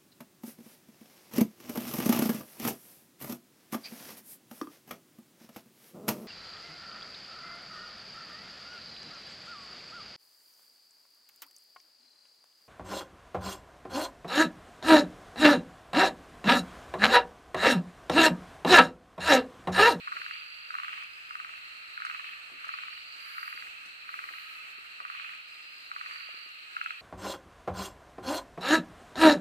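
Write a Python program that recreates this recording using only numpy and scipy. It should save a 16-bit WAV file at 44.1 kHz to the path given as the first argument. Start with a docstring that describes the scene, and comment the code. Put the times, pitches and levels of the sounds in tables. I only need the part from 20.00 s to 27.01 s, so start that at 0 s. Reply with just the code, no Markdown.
"""Rattling frogs in a night forest

Small frogs on the forest floor give short rattles of dry clicks close by, at times two at once. Each click is a
brief ring of the frog's body, with echoes from leaves and trees. Far frogs, made of many fading tones, answer
in waves, and a few whistle. Crickets drone (noise) and trill (pulsed tones), a katydid rasps (rough noise), dry
leaves tick and soft low knocks sound now and then (short noise bursts). Beneath lie a faint low tone and the
hush of the night air."""
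import sys
import numpy as np
from scipy import signal
from scipy.fft import rfft, irfft
from scipy.io import wavfile
from scipy.ndimage import uniform_filter1d

SR = 44100
rng = np.random.default_rng(int(sys.argv[2]) if len(sys.argv) > 2 else 0)


def wav_out(sig):
    """Save sig, one row per channel (or a flat mono array), as 16-bit PCM at SR to the path in sys.argv[1]."""
    wavfile.write(sys.argv[1], SR, np.round(np.clip(np.atleast_2d(sig).T, -1, 1) * 32767).astype(np.int16))


N = 309141
T = np.arange(N) / SR  # time in seconds


def undb(db):
    """Turn decibels into a gain."""
    return 10 ** (np.asarray(db) / 20)


def unit(x):
    """Scale a sound to an rms of 1."""
    return x / np.sqrt(np.mean(x ** 2))


def curve(rows):
    """Join the (time, value) rows of a table by straight lines."""
    times, values = np.transpose(rows)
    return np.interp(T, times, values)


def across(points, hz):
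    """Read (pitch, value) points at any pitch, on a logarithmic pitch axis."""
    point_hz, value = np.transpose(points)
    return np.interp(np.log(hz + 1e-9), np.log(point_hz), value)


def pan(x, db):
    """Make left louder than right by db decibels (a negative db favours the right)."""
    return x * undb(np.array([[db], [-db]]) / 2)


def walk(rate):
    """Smooth random wandering: random levels held for 1 / rate seconds, then smoothed twice."""
    hold = int(SR / rate)
    steps = np.repeat(rng.standard_normal(N // hold + 1), hold)
    smooth = uniform_filter1d(uniform_filter1d(steps, hold), hold)
    return unit(smooth[:N])


def swell(start, length, crest):
    """A smooth arch from 0 to 1 and back that peaks after the share crest of its length."""
    progress = np.interp(T, start + length * np.array([0, crest, 1]), [0, .5, 1])
    return np.sin(np.pi * progress)


def noise():
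    """Two unrelated channels of plain noise."""
    return rng.standard_normal((2, N))


# how alike left and right are in sound from all around: pitch_hz, correlation (-1 to 1)
LEFT_RIGHT_LIKENESS = [(60, 0.46), (130, -0.023), (290, -0.19), (640, -0.52), (1400, -0.69), (2600, -0.017),
                       (15000, -0.014)]


def diffuse(pair, colour):
    """Colour two unrelated signals and mix them as sound that comes from all around."""
    hz = np.fft.rfftfreq(pair.shape[1], 1 / SR)
    alike = across(LEFT_RIGHT_LIKENESS, hz)
    shares = np.sqrt([(1 + alike) / 2, (1 - alike) / 2])
    mid, side = rfft(pair) * undb(across(colour, hz)) * shares
    return irfft(np.array([mid + side, mid - side]), pair.shape[1])


def ring(db):
    """The ringing after one knock, with the given gains and no sound before the knock (minimum phase)."""
    cepstrum = irfft(db * np.log(10) / 20)
    half = len(cepstrum) // 2
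    cepstrum[1:half] *= 2
    cepstrum[half + 1:] = 0
    return irfft(np.exp(rfft(cepstrum)))


def reflections(t60):
    """Countless weak echoes over half a second: noise that falls by 60 dB in t60 s, energy 1 per channel."""
    t = np.arange(SR // 2) / SR
    tail = rng.standard_normal((2, len(t))) * np.exp(-np.log(1000) * t / t60)
    return tail / np.sqrt(np.sum(tail ** 2) / 2)


def scatter(x, t60):
    """Smear a sound by many weak reflections, keeping about the same energy."""
    return signal.fftconvolve(x[None], reflections(t60), axes=1)[:, :N]


def add(out, s, sound):
    """Mix a sound in at time s."""
    i = max(int(s * SR), 0)
    part = sound[..., :max(N - i, 0)]
    out[..., i:i + part.shape[-1]] += part


# night air before stirring and panning: pitch_hz, level_db (per Hz)
AIR_COLOUR = [(25, -110), (64, -100), (100, -101), (160, -104), (270, -101), (350, -97.5), (450, -100),
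              (800, -95.5), (3000, -99), (5500, -105.5), (7000, -107.5), (7800, -100.5), (8600, -106),
              (9400, -115), (15500, -118)]


def air(stir_db=1.4, rumble_early_db=3, rumble_late_db=-3):
    """Faint forest hush, made of noise, over a low rumble that slowly ebbs."""
    hush = diffuse(noise(), AIR_COLOUR) * np.sqrt(SR / 2)
    rumble = signal.sosfiltfilt(signal.butter(2, 170, fs=SR, output="sos"), hush)
    ebb = undb(np.linspace(rumble_early_db, rumble_late_db, N))
    return pan(hush - rumble, -1.55) * undb(stir_db * walk(15)) + pan(rumble, -4.5) * ebb


# a faint low tone, one row: start_s, length_s, pitch_hz, level_db (peak before the echoes smear it)
FAINT_LOW_TONE = (4.12, .24, 345, -70)


def low_tone(waver=0.029):
    """A low sine tone with a wavering pitch swells once, smeared by echoes as if far away."""
    start, length, pitch_hz, db = FAINT_LOW_TONE
    hz = pitch_hz * (1 + waver * walk(30))
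    tone = np.sin(2 * np.pi * np.cumsum(hz) / SR)
    return scatter(tone * swell(start, length, .5) * undb(db), .2)


def tap(colour, t60, sharp):
    """One push and the rustle after it, coloured by what is struck; rms 1 over its first 10 ms."""
    force = np.sqrt(1 - sharp) * reflections(t60)
    force[:, 0] += np.sqrt(sharp)
    hz = np.fft.rfftfreq(2048, 1 / SR)
    sound = signal.fftconvolve(force, ring(across(colour, hz))[None], axes=1)
    return sound / np.std(sound[:, :SR // 100])


# soft low knocks: # start_s, level_db (relative), centre_hz, fade_s (to fall 60 dB), sharp_share (0 to 1)
SOFT_KNOCKS = [(0.155, -54.5, 606, 0.073, 0.04), (0.196, -56.5, 358, 0.1, 0.12),
               (2.499, -55, 750, 0.063, 0.2), (2.518, -55, 320, 0.27, 0.1),
               (2.67, -54.5, 651, 0.05, 0.16), (3.545, -61, 315, 0.093, 0), (3.86, -63, 244, 0.095, 0.3),
               (4.307, -56.5, 660, 0.07, 0), (4.783, -59, 453, 0.052, 0.1), (5.004, -53, 640, 0.11, 0.17),
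               (6.088, -58, 786, 0.09, 0.1), (6.2898, -52.5, 640, 0.02, 0.65),
               (6.3435, -60, 405, 0.03, 0.9), (6.376, -65, 600, 0.03, 0.8), (6.462, -59, 378, 0.05, 0.45)]
# ticks in the dry leaves: start_s, level_db (relative), fade_s (to fall 60 dB)
LEAF_TICKS = [(1.034, -54, 0.04), (2.0518, -49, 0.012), (2.0575, -51, 0.015), (2.653, -54, 0.017),
              (2.6818, -51.5, 0.032), (3.8586, -51.5, 0.14), (6.489, -57, 0.045), (6.841, -52, 0.02)]


def knocks_and_ticks(knock_db=-5, tick_db=-9):
    """Dull soft knocks and crisp ticks of dry leaves: short pushes that fade as noise."""
    out = np.zeros((2, N))
    for s, db, hz, t60, sharp in SOFT_KNOCKS:
        colour = [(hz / 5, -28), (hz / 2, -6), (hz, 0), (hz * 2, -10), (hz * 8, -40)]
        add(out, s, tap(colour, t60, sharp) * undb(db + knock_db))
    crisp = [(1000, -36), (5000, 18), (9000, 13), (15000, -3)]
    for s, db, t60 in LEAF_TICKS:
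        add(out, s, tap(crisp, t60, sharp=0.086) * undb(db + tick_db))
    return out


# level of the cricket drone before its flutter and pan: time_s, level_db
DRONE_LEVEL = [(0, -54), (.22, -50.5), (.45, -55.5), (.85, -55), (1.22, -59.5), (1.75, -53), (2.15, -52),
               (2.55, -57), (2.72, -52), (3.2, -53), (3.72, -56.5), (4.05, -53.5), (4.45, -52), (4.7, -56),
               (5.1, -53.5), (5.55, -55.5), (6.02, -52.5), (7, -55)]
# colour of the drone: pitch_hz, level_db (relative)
CRICKET_BAND = [(3000, -39), (3600, -11), (3900, 2.5), (4250, 6.5), (4420, 4.5), (4600, -4), (5100, -13.5),
                (6000, -28.5)]


def drone(flutter_db=1):
    """Countless far crickets merge into one fluttering band of noise."""
    band = unit(diffuse(noise(), CRICKET_BAND))
    return pan(band * undb(curve(DRONE_LEVEL) + flutter_db * walk(50)), -2)


def teeth(colour):
    """Uneven tooth strikes of a wing file, heard as noise of quickly changing strength."""
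    rough = noise() * undb(2.5 * walk(640))
    return unit(diffuse(rough, colour))


# katydid rasps: start_s, length_s, level_db (at the crest, before the flicker),
# crest_share (where it is loudest), arch_power (steepness of the arch)
KATYDID_RASPS = [(3.148, 0.58, -62, 0.37, 0.71), (4.03, 0.72, -66.5, 0.45, 0.56)]
# colour of the rasps: pitch_hz, level_db (relative)
RASP_COLOUR = [(7000, -24), (9300, -7), (10300, -2), (11500, 0), (12800, -1.5), (14000, -4.5), (15500, -4),
               (16500, -30)]
# colour of the katydids further off: pitch_hz, level_db (relative)
FAR_HISS_COLOUR = [(7000, -25), (9800, -10), (11500, 0), (13000, -2), (15500, -28)]


def katydid(far_db=-75.5, flicker_db=1.1):
    """A file rasps high up in bouts of uneven tooth strikes; others further off merge into a duller hiss."""
    bouts = np.zeros(N)
    for start, length, db, crest, arch in KATYDID_RASPS:
        bouts += undb(db) * swell(start, length, crest) ** arch
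    hiss = teeth(RASP_COLOUR) * bouts + teeth(FAR_HISS_COLOUR) * undb(far_db)
    return hiss * undb(flicker_db * walk(16))


def cricket(trills, strokes_per_s, stroke, sag, lag_s, pan_db, third_db, echo_db):
    """Each wing stroke sounds a short tone that sags; a trill grows louder, settles on its pitch and stops."""
    settle_share, waver, echo_t60 = 0.55, 0.00314, 0.12
    out = np.zeros((2, N))
    for start, end, first_hz, last_hz, db, swell_db in trills:
        settled = np.clip((T - start) / (end - start) / settle_share, 0, 1)
        # place within each wing beat, -0.5 to 0.5, with slightly uneven timing
        cycle = ((T - end) * strokes_per_s + .2 + 0.027 * walk(6.6)) % 1 - .5
        wing = np.cos(np.pi * np.clip(cycle / stroke, -.5, .5)) * undb(2.3 * walk(70))
        hz = (first_hz + (last_hz - first_hz) * settled) * (1 - sag * cycle + waver * walk(120))
        # the tone reaches the left microphone a little later
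        phase = 2 * np.pi * (np.cumsum(hz) / SR - hz * np.array([[lag_s], [0]]))
        tone = unit(wing * (np.sin(phase) + undb(third_db) * np.sin(3 * phase)))
        edges = np.clip(np.minimum(T - start, end - T) / 0.028, 0, 1)
        tone *= edges * undb(db + swell_db * (settled - 1))
        echo = undb(echo_db) * scatter(tone[1], echo_t60)
        out += pan(tone + echo, pan_db) / np.sqrt(2)
    return out


# trills of the lower cricket: start_s, end_s, first_hz, last_hz, level_db (relative), swell_db
LOWER_CRICKET_TRILLS = [(-.1, 0.75, 4420, 4590, -54.7, 11), (2.651, 3.64, 4386, 4594, -55, 8),
                        (5.7, 6.49, 4380, 4585, -54.3, 13)]
# trills of the higher cricket: start_s, end_s, first_hz, last_hz, level_db (relative), swell_db
HIGHER_CRICKET_TRILLS = [(0.86, 1.385, 4760, 4920, -63.7, 6), (2.953, 3.5286, 4750, 4850, -62.5, 2),
                         (5.416, 5.895, 4840, 4880, -63, 3)]


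def crickets():
    """Two crickets stand out: a lower, purer one on the right and a higher, pulsing one among the trees."""
    lower = cricket(LOWER_CRICKET_TRILLS, strokes_per_s=47.8, stroke=0.85, sag=0.014,
                    lag_s=.00007, pan_db=-5, third_db=-33, echo_db=-3)
    higher = cricket(HIGHER_CRICKET_TRILLS, strokes_per_s=51.2, stroke=0.46, sag=0.16,
                     lag_s=.00005, pan_db=1.5, third_db=-17, echo_db=1)
    return lower + higher


def far_frogs(colour, low_hz, high_hz, t60, sag_hz_per_s, blur_db, count):
    """Many rattles of seven fading notes, 20 to 23 a second, each frog on its own pitch, blurred by noise."""
    t = np.arange(SR // 16) / SR
    fade = (1 - np.exp(-t * 1000)) * np.exp(-np.log(1000) * t / t60)
    rattles = np.zeros((2, N))
    for k, (start, pitch, rate, loud) in enumerate(rng.random((count, 4))):
        frog_hz = low_hz + pitch * (high_hz - low_hz)
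        for n, (turn, waver) in enumerate(rng.random((7, 2))):
            hz = frog_hz * (1 + .03 * waver)
            s = ((k + start) / count * T[-1] + n / (20 + 3 * rate)) % T[-1]
            note = np.sin(2 * np.pi * ((hz - sag_hz_per_s * t / 2) * t + turn))
            add(rattles[k % 2], s, undb(10 * loud - n) * fade * note)
    blur = unit(diffuse(noise(), colour))
    voices = unit(diffuse(rattles, colour)) + undb(blur_db) * blur
    # even out the loudness over an eighth of a second
    return voices / np.sqrt(uniform_filter1d(np.mean(voices ** 2, axis=0), SR // 8))


# colour of the farthest frogs: pitch_hz, level_db (relative)
FARTHEST_COLOUR = [(1200, -75), (2250, -22), (2480, -2), (2660, -3), (2800, -6), (3020, -25), (4500, -75)]


def ringing(level_db=-55.5, flutter_db=1.5):
    """The farthest frogs never pause; the strongest part of their voices is a flutter of falling chirps."""
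    chirps = far_frogs(FARTHEST_COLOUR, low_hz=2600, high_hz=2880, t60=0.17,
                       sag_hz_per_s=3400, blur_db=-10, count=56)
    return undb(level_db) * chirps * undb(flutter_db * walk(25))


# waves of far frogs' answers: start_s, length_s, high_level_db, low_level_db
# (level of the high and low voices at the crest, before the bed, stir and pan)
ANSWER_WAVES = [(0.082, 0.42, -45.5, -47.5), (0.673, 0.5, -45, -47.5), (1.082, 0.9, -52.5, -52.5),
                (1.974, 0.5, -45, -48), (2.528, 0.54, -45.5, -50.5), (3.124, 0.92, -49.5, -47),
                (4, 0.9, -52, -48.5), (5.03, 0.43, -45, -49.5), (5.914, 0.53, -47.5, -48.5),
                (6.7, 0.33, -47.5, -50.5)]
# share of a wave after which each group is loudest
HIGH_CREST, LOW_CREST = 0.55, 0.23
# colour of the high voices: pitch_hz, level_db (relative)
HIGH_COLOUR = [(1500, -54), (2100, -12.5), (2400, -3.5), (2650, -2.5), (2820, -5.5), (3050, -6.5),
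               (3500, -16), (4500, -34), (7000, -52)]
# colour of the low voices: pitch_hz, level_db (relative)
LOW_COLOUR = [(500, -47), (900, -28), (1080, -7), (1250, 6.5), (1600, 1), (2050, 2), (2500, 1.5),
              (3500, -40)]


def chorus(high_stir_db=0.76, low_stir_db=1.08):
    """Two groups of far frogs call all the time, thinning slowly, and swell in waves of answers."""
    high = far_frogs(HIGH_COLOUR, low_hz=2398, high_hz=2915, t60=0.15,
                     sag_hz_per_s=3320, blur_db=2.5, count=180)
    low = far_frogs(LOW_COLOUR, low_hz=1034.5, high_hz=2219, t60=0.091,
                    sag_hz_per_s=0, blur_db=8, count=180)
    # the bed between the waves, from first to last level in dB
    high_power = undb(np.linspace(-49.5, -50.5, N)) ** 2
    low_power = undb(np.linspace(-49.5, -52, N)) ** 2
    for start, length, high_db, low_db in ANSWER_WAVES:
        high_power += (undb(high_db) * swell(start, length, HIGH_CREST)) ** 2
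        low_power += (undb(low_db) * swell(start, length, LOW_CREST)) ** 2
    high_group = pan(high, -2.5) * np.sqrt(high_power) * undb(high_stir_db * walk(16))
    low_group = pan(low, -1) * np.sqrt(low_power) * undb(low_stir_db * walk(10))
    return high_group + low_group


# colour of the treble hiss: pitch_hz, level_db (relative)
TREBLE_COLOUR = [(3500, -15), (5500, -2.5), (8000, -3.5), (10000, -13), (12500, -6), (15500, -22)]


def treble_hiss(below_low_voices_db=-19):
    """A thin hiss of noise high up comes and goes with the waves of calls, in step with the low voices."""
    waves = np.zeros(N)
    for start, length, _, low_db in ANSWER_WAVES:
        waves += undb(low_db) * swell(start, length, LOW_CREST)
    return unit(diffuse(noise(), TREBLE_COLOUR)) * waves * undb(below_low_voices_db)


# single whistles of far frogs: start_s, length_s, first_hz, last_hz, level_db (peak before the echoes)
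WHISTLES = [(0.608, 0.039, 2570, 2610, -54), (1.028, .07, 2680, 2630, -50), (1.295, 0.064, 2820, 2730, -48),
            (1.354, 0.053, 2690, 2550, -49), (3.788, .08, 2810, 2480, -52.5),
            (3.961, .045, 2830, 2710, -57)]


def peeps(echo_t60=.15):
    """Now and then one far voice gives a short whistle, a sine that slides in pitch, smeared by the trees."""
    tones = np.zeros(N)
    for start, length, first_hz, last_hz, db in WHISTLES:
        hz = np.interp(T, [start, start + length], [first_hz, last_hz])
        whistle = np.sin(2 * np.pi * np.cumsum(hz) / SR)
        tones += undb(db) * swell(start, length, 0.27) * whistle
    return tones + undb(-9) * scatter(tones, echo_t60)


# rattles of the near frogs: first_click_s, last_click_s, click_count, first_late_s (first click late by),
# end_hurry_s, level_db (relative), first_softer_db, fade_db (by the last click), body_hz,
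# brightness_db, woody_ring_db
NEAR_RATTLES = [(0.0737, 0.3096, 6, 0.0025, .002, -32, 1, 10.5, 1240, 1.5, -2),
                (0.08, 0.3551, 7, .002, 0.0017, -32.5, 3, 9.5, 1310, 0.5, 3),
                (0.705, 0.938, 6, 0, 0.0021, -31, 2.5, 11, 1297, -0.5, 2),
                (0.7407, 1.024, 7, 0.0042, .002, -31.5, 2.5, 11, 1233, -1.5, 1),
                (1.308, 1.578, 7, .0015, 0.0092, -32, 5, 14.5, 1270, 0, 1),
                (1.9757, 2.204, 6, 0.0018, .0002, -31, 4.5, 17, 1390, 2, -3),
                (2.0018, 2.334, 8, 0.00073, 0.0072, -30.5, 7, 14, 1250, 0.5, 3),
                (2.6437, 2.9765, 8, 0.001, 0.0021, -31, 6, 13.5, 1243, -1.5, 1),
                (3.3813, 3.669, 7, 0.00056, 0.00403, -32.5, 2.5, 10, 1290, 4, -1),
                (4.091, 4.3838, 7, 0, 0.0044, -33.5, 3, 9.5, 1257, 3.5, -4),
                (5.0018, 5.336, 8, 0.00019, 0.0093, -33.5, 2, 11, 1247, 0, -5),
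                (5.915, 6.207, 7, 0.0016, 0.0011, -33, 2, 10.5, 1258, 0.5, 2),
                (6.766, 6.906, 4, 0, 0.0016, -27.5, 3.5, 5.5, 1340, -2, 11.5)]
FADE_CURVE, HURRY_CURVE = 1.14, 6  # powers of progress: a late fade, and only the last gaps shorten
BRIGHTEN_DB = 2  # each click is brighter than the one before
# random spread from click to click (pitch as a share)
UNEVEN_DB, UNEVEN_BRIGHT_DB, UNEVEN_PITCH, UNEVEN_RING_DB = .5, 0.4, 0.024, 1


def clicks():
    """A rattle is a run of clicks: the first soft and late, then they fade, brighten and hurry at the end."""
    for (first, last, count, late_s, hurry_s, db, soft_db, fade_db,
         body_hz, bright_db, ring_db) in NEAR_RATTLES:
        beats = np.linspace(first - late_s, last + hurry_s, count)
        for n, (loud, bright, pitch, tight) in enumerate(rng.standard_normal((count, 4))):
            progress = n / (count - 1)
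            is_first = n == 0
            yield (beats[n] + late_s * is_first - hurry_s * progress ** HURRY_CURVE,
                   db - soft_db * is_first - fade_db * progress ** FADE_CURVE + UNEVEN_DB * loud,
                   body_hz * (1 + UNEVEN_PITCH * pitch),
                   bright_db + BRIGHTEN_DB * n + UNEVEN_BRIGHT_DB * bright,
                   ring_db + UNEVEN_RING_DB * tight)


# colour of one click, before it is shifted to each frog's body: pitch_hz, level_db (relative)
CLICK_COLOUR = [(400, -43), (850, -24), (1020, -16.5), (1170, 4.5), (1280, 7), (1420, -1), (1600, -3.5),
                (1720, -18), (1850, -9), (2200, -16), (2650, -17.5), (2980, -32), (3600, -30.5),
                (7000, -65)]
COLOUR_BODY_HZ = 1270  # body pitch for which that colour holds
RING_HZ, RING_WIDTH_HZ = 2630, 210  # a woody upper resonance of the body
PORT_LAG_S, LITTER_LAG_S = .00043, .0045  # delay of the left microphone, and of the echoes


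def frog(sweep_s=0.00096, linger_s=0.00047, litter_t60=0.071, forest_t60=0.16):
    """Each snap of the larynx rings the body in a quick upward chirp; litter and trees throw it back."""
    size, lead_s = 2048, .003
    gain_db, litter_db, forest_db = 3.4, -16.5, -17
    hz = np.fft.rfftfreq(size, 1 / SR)
    upper = across([(1400, 0), (1900, 1), (3000, 1), (4000, 0)], hz)
    woody = 1 / (1 + ((hz - RING_HZ) / RING_WIDTH_HZ) ** 2)
    # the low ring lags a little and the high part of a click comes last
    low_late = linger_s * across([(1100, 1), (1450, 0)], hz)
    high_late = sweep_s * across([(1600, 0), (2900, 1)], hz)
    late = lead_s + low_late + high_late
    chirp = np.exp(-2j * np.pi * (np.cumsum(late) - late[0]) * SR / size)
    out = np.zeros((2, N))
    for s, db, body_hz, bright_db, ring_db in clicks():
        body = across(CLICK_COLOUR, hz * COLOUR_BODY_HZ / body_hz)
        snap = ring(body + bright_db * upper + ring_db * woody)
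        click = irfft(rfft(snap) * chirp)
        # set the energy: the level is an average over 4 ms
        click *= undb(db + gain_db) * np.sqrt(SR / 250 / np.sum(click ** 2))
        # leaves close by and trees further off scatter every click a little differently
        echoes = undb(litter_db) * reflections(litter_t60) + undb(forest_db) * reflections(forest_t60)
        add(out, s - lead_s + LITTER_LAG_S, signal.fftconvolve(click[None], echoes, axes=1))
        # the sound reaches the right microphone first
        add(out[0], s - lead_s + PORT_LAG_S, click)
        add(out[1], s - lead_s, click)
    return out


def scene():
    """The near frogs in front of the night forest."""
    background = air() + low_tone() + knocks_and_ticks()
    insects = drone() + katydid() + crickets()
    distant_frogs = ringing() + chorus() + treble_hiss() + peeps()
    return background + insects + distant_frogs + frog()


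def record(dry):
    """The recorder cuts the top, above 15550 Hz, with a steep filter."""
    return signal.sosfilt(signal.ellip(10, .2, 70, 15550, fs=SR, output="sos"), dry)


dry = scene()
out = record(dry)
wav_out(out)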